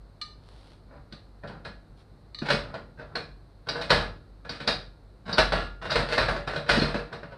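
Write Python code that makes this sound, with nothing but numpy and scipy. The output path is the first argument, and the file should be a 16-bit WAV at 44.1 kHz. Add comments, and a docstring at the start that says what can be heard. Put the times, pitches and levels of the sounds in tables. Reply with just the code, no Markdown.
"""Mounting a motorcycle tyre

In a small, humming workshop, hands push a tyre onto a spoked wheel that sits loosely on a steel spindle.
The hub knocks and scrapes on the spindle, setting the whole wheel ringing, and once drops onto its seat.
The rubber bead thumps over the rim, rim and spokes ping, and heavy knocks make the stand boom.
Early on, a steel part clinks and a sleeve brushes past."""
import sys
import numpy as np
from scipy import signal
from scipy.fft import rfft, irfft, next_fast_len
from scipy.io import wavfile

SR = 44100
rng = np.random.default_rng(int(sys.argv[2]) if len(sys.argv) > 2 else 0)


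def dump(signal):
    """Clip the signal to [-1, 1] and save it as 16-bit WAV at the path in sys.argv[1]."""
    limited = np.clip(np.atleast_2d(signal).T, -1, 1)
    pcm = np.round(limited * 32767).astype(np.int16)
    wavfile.write(sys.argv[1], SR, pcm)


N = 325017
RING_TIME = np.arange(SR) / SR   # every contact gets one second to ring out


def from_db(db):
    """Decibels to gain."""
    return 10 ** (np.asarray(db) / 20)


def rms_one(x):
    """Scale to rms 1."""
    return x / np.sqrt(np.mean(x ** 2) + 1e-20)


def at_hz(curve, hz):
    """Read a curve on a log-frequency axis."""
    freqs, values = np.array(curve).T
    return np.interp(np.log(hz + 1e-9), np.log(freqs), values)


def add(out, s, sound):
    """Mix a sound in at s seconds."""
    start = round(s * SR)
    out[start:start + len(sound)] += sound[:max(N - start, 0)]


def attack(rise_s):
    """An onset that eases up to full level."""
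    return 1 - np.exp(-RING_TIME / rise_s)


def decay(t60):
    """A tail that loses 60 dB in t60 seconds."""
    return np.exp(-np.log(1000) * RING_TIME / t60)


def equalise(x, curve, bass_db=0, treble_db=0):
    """Minimum-phase EQ, so nothing rings ahead of a hit: a unit-power curve plus two shelves."""
    size = 2 * next_fast_len(len(x) // 2 + 1)
    hz = np.arange(size // 2 + 1) * SR / size
    shelves = [(260, bass_db), (480, 0), (1050, 0), (3800, treble_db)]
    gain = rms_one(from_db(at_hz(curve, hz))) * from_db(at_hz(shelves, hz))
    cepstrum = irfft(np.log(gain))[:size // 2]
    cepstrum[1:] *= 2
    return irfft(rfft(x, size) * np.exp(rfft(cepstrum, size)))[:len(x)]


def mode_tones(modes):
    """One decaying complex tone for each mode."""
    return np.array([from_db(db) * decay(t60) * np.exp(2j * np.pi * hz * RING_TIME)
                     for hz, db, t60 in modes], np.complex64)


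def strike(tones, spread_db):
    """Each contact point excites the modes with strengths and phases of its own."""
    strengths = from_db(spread_db * rng.standard_normal(len(tones)))
    phases = np.exp(2j * np.pi * rng.random(len(tones)))
    return ((strengths * phases).astype(np.complex64) @ tones).imag


def resonate(x, ring):
    """Play a sound through a ring of unit energy."""
    return signal.fftconvolve(x, ring / np.linalg.norm(ring))[:SR]


# Dark room tone: (frequency [Hz], relative level [dB])
ROOM_EQ = [(20, -22), (50, 2), (75, -11.5), (140, -7.5), (180, -13), (480, -19.5), (1400, -30), (2600, -42),
           (3300, -44.5), (4150, -33), (5700, -49.5), (7200, -54), (8500, -49), (14000, -61)]
# The hum beneath it: (frequency [Hz], rms level [dB])
HUM_TONES = [(48.6, -54.5), (99.5, -60.5)]


def room_tone(air_db=-53.5):
    """The workshop's bed: steady air and a low hum."""
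    t = np.arange(N) / SR
    hum = sum(from_db(db) * np.sqrt(2) * np.sin(2 * np.pi * (hz * t + rng.random()))
              for hz, db in HUM_TONES)
    return hum + from_db(air_db) * equalise(rng.standard_normal(N), ROOM_EQ)


# Tail length of the free wheel and the room: (frequency [Hz], t60 [s])
WASH_DECAY = [(60, 0.77), (160, 0.57), (420, 0.4), (1100, 0.36), (2900, 0.35), (7700, 0.32)]


def wash(ripple=1):
    """Countless weak modes and wall reflections: octave bands of noise, the low ones dying last."""
    spectrum = rfft(rng.standard_normal(SR)) * ripple
    hz = np.arange(len(spectrum))
    octave = np.round(np.log2(np.maximum(hz, 64)))
    return sum(irfft(spectrum * (octave == k)) * decay(at_hz(WASH_DECAY, 2 ** k))
               for k in np.unique(octave))


def metal_hits(hits, modes, room_db, crowd_db, detune=0.075):
    """Metal rings in clear modes with weaker ones crowded round them; the room holds the pitches on."""
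    out, tones = np.zeros(N), mode_tones(modes)
    crowd = mode_tones([(hz * np.exp(detune * rng.standard_normal()), db, t60 / 2)
                        for hz, db, t60 in modes[1:] for _ in range(4)])
    for s, level_db in hits:
        ping = strike(tones, spread_db=1) + from_db(crowd_db) * strike(crowd, spread_db=4)
        ping = ping * attack(0.0012)
        reverb = resonate(ping, wash())
        add(out, s, from_db(level_db) * (ping + from_db(room_db) * reverb))
    return out


# Clink cues: (time [s], level [dB])
CLINK_CUES = [(.214, -33.5), (1.125, -47), (2.346, -42.5), (2.386, -40.5)]
# The steel part's bright ring: (frequency [Hz], level [dB], t60 [s])
STEEL_RING = [(1214, -5.5, 0.14), (1807, -9, 0.066), (2336, -8, 0.047), (2945, -4.5, 0.039),
              (3550, -2, 0.032), (3800, -10, 0.045), (3770, -5, 0.091), (4100, 4, 0.07), (4360, 5, 0.048),
              (4520, -5.5, 0.11), (5020, -15, 0.14), (5980, -17.5, 0.1), (7770, -21.5, .06),
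              (8850, -23, 0.04), (9770, -26, 0.043)]


def steel_clinks():
    """Light contacts set a steel part ringing."""
    return metal_hits(CLINK_CUES, STEEL_RING, room_db=-3, crowd_db=-5.5)


def stick_slip(length_s, swell_db, slips_per_s=190, spread_db=5, grit=0.016, taper=0.31):
    """Friction: uneven jerks of uneven size over fine grit, at least 10 ms long; rms 1."""
    gaps, sizes = rng.standard_normal((2, SR // 100))
    onsets = (np.cumsum(np.exp(0.5 * gaps)) * SR / slips_per_s).astype(int)
    force = grit * rng.standard_normal(SR)
    jerks = from_db(spread_db * sizes) * rng.choice([-1, 1], len(onsets))
    force[onsets[onsets < SR]] += jerks[onsets < SR]
    size = int(np.clip(length_s, 0.01, 1) * SR)
    envelope = from_db(np.linspace(0, swell_db, size)) * signal.windows.tukey(size, taper)
    return rms_one(force[:size] * envelope)


# Cloth passes: (start [s], end [s], level [dB])
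SLEEVE_CUES = [(0.357, 0.862, -62.5), (1.96, 2.047, -65.5)]
# The cloth's soft rustle: (frequency [Hz], relative level [dB])
SLEEVE_EQ = [(150, 1.5), (900, 4), (2500, -5.5), (4300, 0.5), (7000, -21), (9500, -14), (14000, -42)]


def sleeve_brushes():
    """Cloth rubs in fine, fast slips that swell and fade."""
    out = np.zeros(N)
    for start, end, level_db in SLEEVE_CUES:
        rustle = stick_slip(end - start, swell_db=0, slips_per_s=710, spread_db=6, grit=0.26, taper=0.67)
        add(out, start, from_db(level_db) * rustle)
    return equalise(out, SLEEVE_EQ)


def mode_clusters(ripple_db=4.5, cluster_hz=70, full_depth_hz=2500):
    """Weak modes bunch up with gaps between them, most clearly in the treble: a gain for each Hz."""
    hz = np.arange(SR // 2 + 1)
    heights = rng.standard_normal(1000)
    ripple = np.interp(hz / cluster_hz, np.arange(len(heights)), heights)
    return rms_one(from_db(ripple_db * ripple * np.clip(hz / full_depth_hz, 0.5, 1)))


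# The clear pitches of the whole wheel: (frequency [Hz], level [dB], t60 [s])
WHEEL_RING = [(147.3, -25.5, 0.48), (226.5, -32.5, 0.25), (429.7, -29, 0.56), (474.8, -19, 0.37),
              (576, -22.5, 0.4), (622, -32, 0.4), (654.8, -21.5, 0.23), (1373, -19.5, 0.16),
              (1409, -33, 0.9), (1506.7, -11.5, 0.077), (1688, -22, 0.39), (1872, -25.5, 0.26),
              (2156, -25.5, 0.24), (2490, -18.5, .25), (3750, -23, 0.069), (3970, -22.5, 0.39)]


def wheel_ring(shared_wash, modes_db=0, shared_power=0.26):
    """The wheel answers a contact: a wash that changes with the contact point, its modes and a crack."""
    body = np.sqrt(shared_power) * shared_wash + np.sqrt(1 - shared_power) * wash(mode_clusters())
    pitches = from_db(modes_db) * strike(mode_tones(WHEEL_RING), spread_db=3.5)
    crack = 0.7 * decay(0.042) * rng.standard_normal(SR)
    return body + pitches + crack


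# The tone of wheel and room together: (frequency [Hz], relative level [dB])
WHEEL_EQ = [(30, -31.5), (80, -1.5), (160, -1.5), (350, -5.5), (620, -0.5), (1000, -5), (1550, -1),
            (2200, -8.5), (3200, -10), (4000, -5), (4900, -10.5), (6200, -27), (7200, -33.5), (8500, -27),
            (11000, -42), (14000, -58)]
MEDIUM_DB = -30.5   # a contact of medium force; the tone shifts either side of it


def wheel_tone(x, level_db, medium_bass_db, treble_db):
    """Rubber cushions light contacts: the harder the contact, the less of it is bass."""
    bass_db = medium_bass_db - 0.3569 * (level_db - MEDIUM_DB)
    return from_db(level_db) * equalise(x, WHEEL_EQ, bass_db, treble_db)


def scrape(shared_wash, length_s, level_db, treble_db, swell_db):
    """A run of slips keeps the wheel ringing."""
    ring = wheel_ring(shared_wash)
    rub = resonate(stick_slip(length_s, swell_db), ring)
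    return wheel_tone(rub, level_db, medium_bass_db=-1.5, treble_db=treble_db)


# Drag cues: (start [s], end [s], level [dB])
DRAG_CUES = [(.874, 0.98, -49.5), (2.44, 2.517, -30), (2.621, 2.772, -46), (2.972, 3.025, -41),
             (3.08, 3.139, -51.5), (3.719, 3.822, -35.5), (4.618, 4.67, -44.5), (5.249, 5.355, -33.5),
             (5.808, 5.868, -33.5), (5.892, 5.925, -26), (6.08, 6.139, -26.5), (6.658, 6.702, -35.5),
             (7.029, 7.158, -46.5), (7.298, 7.334, -42)]


def hub_drags(shared_wash):
    """A push drags the hub along the spindle, building as it grows; stronger rubbing is brighter."""
    out = np.zeros(N)
    for start, end, level_db in DRAG_CUES:
        treble_db = -4 + 0.86 * (level_db - MEDIUM_DB)
        add(out, start, scrape(shared_wash, end - start, level_db, treble_db, swell_db=5.5))
    return out


# Hub hits, some with a skid: (time [s], level [dB], treble shelf [dB], skid length [s])
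KNOCK_CUES = [(1.123, -51.5, 4.5, 0), (1.435, -35.5, -19.5, 0.18), (1.473, -52.5, 6.5, 0.0071),
              (1.649, -37, -3.5, 0), (2.418, -38, -5, 0), (2.502, -20, -0.5, 0),
              (2.533, -29.5, -1.5, 0.042), (2.74, -31.5, -11.5, 0), (3.153, -28, -4.5, 0.0022),
              (3.669, -40.5, -7, 0.015), (3.686, -31, 1, 0), (3.813, -34, 3, 0.0011),
              (3.903, -14.5, -1.5, 0.0014), (3.915, -23.5, -2.5, 0.12), (4.007, -28, -8.5, 0.0006),
              (4.449, -41, -9, 0.0012), (4.492, -37.5, 1.5, 0.098), (4.602, -37, -1, 0), (4.675, -21, 1, 0),
              (5.29, -36.5, -6, 0.00098), (5.381, -14.5, -1, 0.0019), (5.521, -20.5, -6, 0.12),
              (5.955, -19, -4.5, 0.086), (6.178, -18, -4.5, 0.077), (6.283, -22, -7.5, 0.095),
              (6.474, -27, -6, 0.14), (6.559, -29, -4, 0), (6.691, -18.5, 1, .14), (6.732, -24.5, -6, 0),
              (6.816, -24.5, -4, .11), (6.942, -26.5, -8, 0.063), (7.127, -34, -6.5, 0.013),
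              (7.23, -37.5, -13.5, 0)]


def hub_knocks(shared_wash, held_decay_share=0.93, damped_above_hz=300, graze_db=-17):
    """The hub grazes the spindle, then hits home; the hands damp the metal's ring but not its low end."""
    out = np.zeros(N)
    low_pass = signal.butter(2, damped_above_hz, fs=SR, output="sos")
    grip = decay(at_hz(WASH_DECAY, 1000)) ** (1 / held_decay_share - 1)
    for s, level_db, treble_db, _ in KNOCK_CUES:
        modes_db = 1 - 0.12 * (level_db - MEDIUM_DB)   # a light tap rings purer
        ring = wheel_ring(shared_wash, modes_db) * attack(0.00099)
        low_end = signal.sosfilt(low_pass, ring)
        held = ring * grip + low_end * (1 - grip)
        knock = wheel_tone(held, level_db, medium_bass_db=1, treble_db=treble_db)
        graze_lead_s = 0.005 * rng.uniform(0.46, 1.8)
        add(out, s - graze_lead_s, from_db(graze_db) * knock)
        add(out, s, knock)
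    return out


def thuds(hits, modes, rise_s):
    """A soft, heavy contact swells into a few low modes."""
    out, tones = np.zeros(N), mode_tones(modes)
    for s, level_db in hits:
        add(out, s, from_db(level_db) * strike(tones, spread_db=1) * attack(rise_s))
    return out


# Bead cues: (time [s], level [dB])
BEAD_CUES = [(1.124, -35), (1.458, -40), (2.418, -21), (2.535, -24), (3.156, -33), (4.525, -38.5),
             (4.68, -28), (6.772, -15), (6.781, -19.5), (6.818, -14.5), (6.831, -16.5), (6.885, -28),
             (6.945, -19.5)]
# The dull body of the rubber carcass: (frequency [Hz], level [dB], t60 [s])
TYRE_BODY = [(148, -10, 0.25), (212, -2, 0.079), (232, -3.5, 0.063), (251, 0, 0.04), (333, -7.5, 0.063),
             (398, -5.5, 0.032)]


def bead_thumps():
    """The rubber bead jumps over the rim and thumps the carcass."""
    return thuds(BEAD_CUES, TYRE_BODY, rise_s=0.0022)


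def hub_skids(shared_wash, below_knock_db=10):
    """After some knocks the hub skids on, in a quieter scrape that dies away."""
    out = np.zeros(N)
    for s, knock_db, treble_db, length_s in KNOCK_CUES:
        if length_s > 0:
            add(out, s, scrape(shared_wash, length_s, knock_db - below_knock_db, treble_db, swell_db=-13))
    return out


# Rim cues: (time [s], level [dB])
RIM_CUES = [(1.651, -52), (3.155, -34), (4.676, -31.5), (6.795, -33), (6.825, -33)]
# The rim's thin chime: (frequency [Hz], level [dB], t60 [s])
RIM_RING = [(2440, -5.5, 0.23), (4260, 10.5, 0.067), (4210, 4, 0.071), (5170, -13, 0.096),
            (5320, -12.5, .12)]


def rim_chimes():
    """A nudge rings the rim in a few nearly pure pitches."""
    return metal_hits(RIM_CUES, RIM_RING, room_db=-3.5, crowd_db=-17.5)


# The stand's sub-bass: (frequency [Hz], level [dB], t60 [s])
STAND_BODY = [(44.8, 5.5, 0.84), (62.3, -2.5, 0.35)]


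def stand_booms(heavy_db=-25, loose_db=-19, seated_db=-14):
    """Heavy knocks land the wheel's weight on the stand, harder once the hub drops onto its seat."""
    seated_s = DROP_CUES[0][0] - 0.05
    hits = [(s, db + (seated_db if s > seated_s else loose_db))
            for s, db, _, _ in KNOCK_CUES if db > heavy_db]
    return thuds(hits, STAND_BODY, rise_s=0.015)


# Spoke cues: (time [s], level [dB])
SPOKE_CUES = [(3.688, -30), (3.904, -27), (4.493, -38), (4.675, -26), (5.328, -29.5), (5.905, -31),
              (5.925, -39)]
# The spokes' wiry top end: (frequency [Hz], level [dB], t60 [s])
SPOKE_RING = [(3805, 6, 0.04), (4200, -15.5, .12), (4440, -3, 0.16), (4770, 1.5, 0.13), (4930, -2.5, 0.11),
              (5610, -12, 0.14), (8690, -50.5, .12)]


def spoke_pings():
    """The spokes ping in high, short-lived modes."""
    return metal_hits(SPOKE_CUES, SPOKE_RING, room_db=-5, crowd_db=-10.5)


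# The hub seats: (time [s], level [dB])
DROP_CUES = [(5.382, -14.5)]
# The hub's hollow clonk: (frequency [Hz], level [dB], t60 [s])
HUB_BODY = [(635, 2, 0.15), (765, -1, 0.049)]


def hub_drop():
    """The hollow hub drops squarely onto its seat."""
    return thuds(DROP_CUES, HUB_BODY, rise_s=0.00096)


def scene():
    """The mono mix: one wheel carries knocks and scrapes, with bright metal above and thuds below."""
    shared_wash = wash()
    wheel = hub_knocks(shared_wash) + hub_drags(shared_wash) + hub_skids(shared_wash)
    metal = steel_clinks() + spoke_pings() + rim_chimes()
    weight = hub_drop() + bead_thumps() + stand_booms()
    return (wheel + metal + weight + sleeve_brushes() + room_tone())[None]


def record(dry, cutoff_hz=14900):
    """A steep low-pass takes off the very top."""
    return signal.sosfilt(signal.ellip(10, 0.1, 70, cutoff_hz, fs=SR, output="sos"), dry)


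dry = scene()
out = record(dry)
dump(out)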